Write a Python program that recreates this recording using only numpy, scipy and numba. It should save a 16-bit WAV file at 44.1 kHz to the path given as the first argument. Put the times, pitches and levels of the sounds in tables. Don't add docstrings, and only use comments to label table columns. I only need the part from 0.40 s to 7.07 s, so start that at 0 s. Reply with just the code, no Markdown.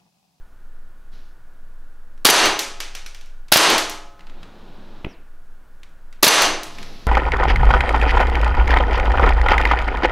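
import sys
import numpy as np
from scipy import signal
from scipy.fft import rfft, irfft
from scipy.io import wavfile
from scipy.ndimage import uniform_filter1d
from numba import njit

SR = 44100
rng = np.random.default_rng(int(sys.argv[2]) if len(sys.argv) > 2 else 0)


def wrap_up_sound(samples):
    columns = np.atleast_2d(samples).T
    tamed = np.clip(columns, -1, 1)
    steps = np.round(tamed * 32767).astype(np.int16)
    wavfile.write(sys.argv[1], SR, steps)


N = 294110

# frequency in Hz, relative spectral density in dB.
HISS_SPECTRUM = [(25, 13), (70, 11), (130, 7), (330, 1.5), (750, -1), (1150, -1.5), (1500, 1), (1750, -2),
                 (2000, -10), (2800, -14), (5500, -20), (8500, -22), (16000, -24)]
SWAY_SPECTRUM = [(3, -23.5), (9, -5.5), (16, 10.5), (20, -6.5), (26, -21), (45, -36), (100, -68.5)]
CLOTH_SPECTRUM = [(47, -24), (80, -5), (188, -3.5), (600, -13), (1080, -15.5), (1500, -23), (1720, -17.5),
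                  (3030, -18), (4120, -16.5), (5720, -20.5), (8490, -40), (11300, -32), (15000, -47)]
CLICK_SPECTRUM = [(300, -26.5), (1200, 1), (2100, 5.5), (4200, 0.5), (8000, -10.5), (16000, -27)]
BLAST_SPECTRUM = [(30, -25.5), (70, -15.5), (130, -8), (350, -1), (1000, -1.5), (2000, -1), (4500, 0.5),
                  (8000, -12), (12000, -12), (16000, -23.5)]
PELLET_SPECTRUM = [(60, -55), (300, -4), (1000, -7), (2500, 2), (4000, 1), (6000, -0.5), (8000, -10),
                   (12000, -10.5), (16000, -21.5)]
RUB_SPECTRUM = [(40, -11.5), (200, 1.5), (500, -6.5), (1000, -9.5), (2000, -21), (3800, -19), (7000, -37),
                (16000, -75.5)]
BUMP_SPECTRUM = [(30, -4), (70, -18), (230, 0.5), (500, -9), (1200, -23.5), (2600, -20.5), (3500, -33),
                 (5000, -60), (16000, -86)]
# frequency in Hz, rms level in dB.
HUM_TONES = [(50, -58), (1446, -70)]
# start, attack, hold and release in seconds, level in dB.
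SLEEVE_MOVES = [(0.713, 0.018, 0.022, 0.22, -54.5), (6.205, 0.2, .02, 0.44, -41)]
# frequency in Hz, reverberation time T60 in seconds.
REVERB_TIMES = [(100, 1), (400, 0.59), (1200, 0.56), (3000, 0.52), (6000, 0.46), (10000, 0.36),
                (16000, 0.16)]
# frequency in Hz, gain in dB.
ROOM_GAINS = [(40, -15), (150, -22), (300, -4.5), (1000, 2.5), (2000, -1.5), (5000, -5.5), (8000, -2),
              (15000, -11)]
# shot time in seconds, shot gain in dB, relative slide ring and furniture ring
# in dB, lead of the trigger click in seconds, its level in dB.
SHOTS = [(1.8503, -5.5, -1, -2.5, .0742, -52.5), (3.1208, -5.5, -4, -1, .0384, -40.5),
         (5.8288, -6, 2, -2, .1029, -41)]
# delay in seconds, relative level in dB, T60 in seconds, tilt in dB per octave,
# relative steel ring in dB.
FIRING_CYCLE = [(-.0027, -4.5, 0.017, 3, -26.5), (0, -1.5, .02, 10, -16.5), (.0012, 12.5, 0.017, 9, -18),
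                (.0028, 16, 0.037, 0, -30.5), (0.0107, 16, 0.046, .5, -24), (.016, 13.5, 0.08, 3.5, -29),
                (.037, 13, 0.092, -1.09, -30.5), (.0497, 17, 0.021, 5, -6), (.056, 15, 0.021, 2.5, -4.5)]
# frequency in Hz, relative level in dB, T60 in seconds.
SLIDE_MODES = [(2810, -8.5, .1), (4450, -3, 0.05), (6086, -4.5, 0.11), (6200, -4.5, .065),
               (6250, -6.5, 0.05), (9240, -10, 0.07), (9440, -10, 0.065), (11260, -5.5, .045),
               (13000, -13.5, .06), (14210, -18.5, 0.061)]
FURNITURE_MODES = [(312, -12, .8), (399, -13, .9), (556, -26, 1.2), (627, -9, .65), (694, -21.5, 1.35),
                   (740, -14, .6), (842, -24, 1.4), (856, -6.5, .72), (1039, -26, 1.3), (1140, -7, .65),
                   (1231, -15, .85), (1282, -21, 1.3)]
FLOOR_MODES = [(2290, -3, .2), (2960, -8, .2), (5400, -5, 0.18), (5640, -7, .22), (5940, -6, .2)]
# start in seconds, level in dB, tilt in dB per octave.
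RICOCHETS = [(2.054, -16, 9), (2.1906, -11, 3.5), (3.2998, -12.5, 10), (3.3793, -9.5, 2.5),
             (3.4951, -22, 5.5), (6.019, -7, 3.5), (6.2323, -25, 4)]
GUN_CLICKS = [(4.0296, -37.5, -0.5), (5.432, -40, 1.5), (6.384, -31, -1.5), (6.428, -31.5, 1)]
# start, attack, hold and release in seconds, level in dB.
HAND_SHIFT = (3.74, .29, .57, .23, -46.8)
# start in seconds, level in dB, T60 in seconds, tilt in dB per octave.
CAMERA_BUMPS = [(4.6446, -15.5, 0.036, -2), (4.6469, -18.5, 0.013, 7), (4.6673, -23.5, 0.049, -3.5)]


def amp(db):
    return 10 ** (np.asarray(db) / 20)


def unit(x):
    return x / np.sqrt(np.mean(x ** 2) + 1e-20)


def along(points, hz):
    f, v = np.transpose(points)
    return np.interp(np.log(hz + 1), np.log(f), v)


def noise(spectrum, size, tilt_db=0):
    hz = np.fft.rfftfreq(size, 1 / SR)
    gain = amp(along(spectrum, hz) + tilt_db * np.log2(hz + 1))
    return unit(irfft(rfft(rng.standard_normal(size)) * gain, size))


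def fade(t60):
    return np.exp(-np.log(1000) * np.arange(SR) / SR / t60)


def onset(rise_s):
    return 1 - np.exp(-(np.arange(SR) / SR / rise_s) ** 2)


def swell(start, attack, hold, release, db):
    corners = start + np.cumsum([0, attack, hold, release])
    return amp(db) * np.interp(np.arange(N) / SR, corners, [0, 1, 1, 0])


def add(track, start, sound):
    part = track[max(round(start * SR), 0):][:len(sound)]
    part += sound[:len(part)]


def background():
    t = np.arange(N) / SR
    hum = sum(amp(db) * np.sqrt(2) * np.sin(2 * np.pi * hz * t) for hz, db in HUM_TONES)
    return amp(-56) * noise(HISS_SPECTRUM, N) + amp(-33.5) * noise(SWAY_SPECTRUM, N) + hum


def sleeve():
    return sum(swell(*move) for move in SLEEVE_MOVES) * noise(CLOTH_SPECTRUM, N)


def reverberation(sound, build_s):
    hz, t, bands = signal.stft(sound, SR, nperseg=256)
    decay = np.exp(-np.log(1000) * t / along(REVERB_TIMES, hz)[:, None])
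    colour = amp(along(ROOM_GAINS, hz))[:, None]
    _, tail = signal.istft(bands * decay * colour, SR, nperseg=256)
    return tail[:SR] * onset(build_s)


def burst(spectrum, t60, tilt_db, wet_db, build_s, rise_s):
    direct = noise(spectrum, SR, tilt_db) * fade(t60) * onset(rise_s)
    diffuse = reverberation(noise(spectrum, SR, tilt_db), build_s)
    return direct + amp(wet_db) * np.sqrt(t60) * diffuse


def gun_clicks():
    out = np.zeros(N)
    triggers = [(start - lead, db, 1) for start, _, _, _, lead, db in SHOTS]
    lower_s, span_s, count = 3.77, .14, 4
    ticks = [(lower_s + span_s * (k + rng.random()) / count, -42.5 + 2 * rng.normal(), -3)
             for k in range(count)]
    for start, db, tilt_db in triggers + GUN_CLICKS + ticks:
        click = burst(CLICK_SPECTRUM, t60=.034, tilt_db=tilt_db, wet_db=1, build_s=.0072, rise_s=.0006)
        add(out, start, amp(db) * click)
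    return out


def ring(modes):
    t = np.arange(SR) / SR
    return sum(amp(db + 2 * rng.normal()) * fade(t60) * np.sin(2 * np.pi * (hz * t + rng.random()))
               for hz, db, t60 in modes)


def pistol():
    out = np.zeros(N)
    for start, shot_db, slide_db, furniture_db, _, _ in SHOTS:
        steel = np.zeros(N)
        for delay, db, t60, tilt_db, ring_db in FIRING_CYCLE:
            crack = burst(BLAST_SPECTRUM, t60, tilt_db, wet_db=6, build_s=.024, rise_s=.00082)
            add(out, start + delay, amp(shot_db + db) * crack)
            add(steel, start + delay, amp(shot_db + db + ring_db + slide_db - 5.5) * ring(SLIDE_MODES))
        room_response = reverberation(rng.standard_normal(SR), build_s=.023)
        room_response /= np.linalg.norm(room_response)
        out += steel + amp(-7.5) * signal.oaconvolve(steel, room_response)[:N]
        add(out, start, amp(shot_db + furniture_db) * ring(FURNITURE_MODES))
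    return out


def pellet_impact(tilt_db):
    return burst(PELLET_SPECTRUM, t60=.026, tilt_db=tilt_db, wet_db=7.5, build_s=.00058, rise_s=.00089)


def ricochets():
    out = np.zeros(N)
    for start, db, tilt_db in RICOCHETS:
        add(out, start, amp(db) * pellet_impact(tilt_db))
    return out


def bouncing_pellet():
    out = np.zeros(N)
    landing_s, first_flight_s, restitution = 2.4025, .1475, .757
    landing_db, bounce_loss_db, relative_ping_db = -19, 5.4, -15
    for k in range(6):
        start = landing_s + first_flight_s * (1 - restitution ** k) / (1 - restitution)
        contact = pellet_impact(tilt_db=.6) + amp(relative_ping_db) * ring(FLOOR_MODES)
        add(out, start, amp(landing_db - bounce_loss_db * k) * contact)
    return out


def hand_on_camera():
    out = swell(*HAND_SHIFT) * noise(RUB_SPECTRUM, N)
    for start, db, t60, tilt_db in CAMERA_BUMPS:
        bump = burst(BUMP_SPECTRUM, t60, tilt_db, wet_db=-6, build_s=.0097, rise_s=.00053)
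        add(out, start, amp(db) * bump)
    return out


def finger_squeak():
    start_s, length_s, first_hz, last_hz = 4.684, .072, 5800, 3020
    progress = np.clip((np.arange(N) / SR - start_s) / length_s, 0, 1)
    glide = first_hz + (last_hz - first_hz) * progress ** 2.8
    jitter = unit(uniform_filter1d(rng.standard_normal(N), size=40))
    pitch = glide * (1 + .035 * jitter)
    envelope = 2 * np.sqrt(progress * (1 - progress))
    return amp(-57) * envelope * np.sin(2 * np.pi * np.cumsum(pitch) / SR)


def scene():
    guns = gun_clicks() + pistol() + ricochets() + bouncing_pellet()
    return np.tile(background() + sleeve() + guns + hand_on_camera() + finger_squeak(), (2, 1))


@njit
def gain_reduction(excess_db, attack, release):
    out = np.zeros(len(excess_db))
    held_db = 0.0
    for i in range(len(excess_db)):
        if excess_db[i] > held_db:
            held_db += (excess_db[i] - held_db) * attack
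        else:
            held_db = max(held_db - release, 0.0)
        out[i] = held_db
    return out


def record(dry):
    ceiling_db, attack_s, recovery_db_per_s, cutoff_hz = -6, .0008, 125, 15850
    excess_db = 20 * np.log10(np.abs(dry[0]) + 1e-9) - ceiling_db
    limited = dry * amp(-gain_reduction(excess_db, 1 / (attack_s * SR), recovery_db_per_s / SR))
    clipped = np.clip(limited, -1, 1)
    return signal.sosfiltfilt(signal.butter(24, cutoff_hz, fs=SR, output="sos"), clipped)


dry = scene()
out = record(dry)
wrap_up_sound(out)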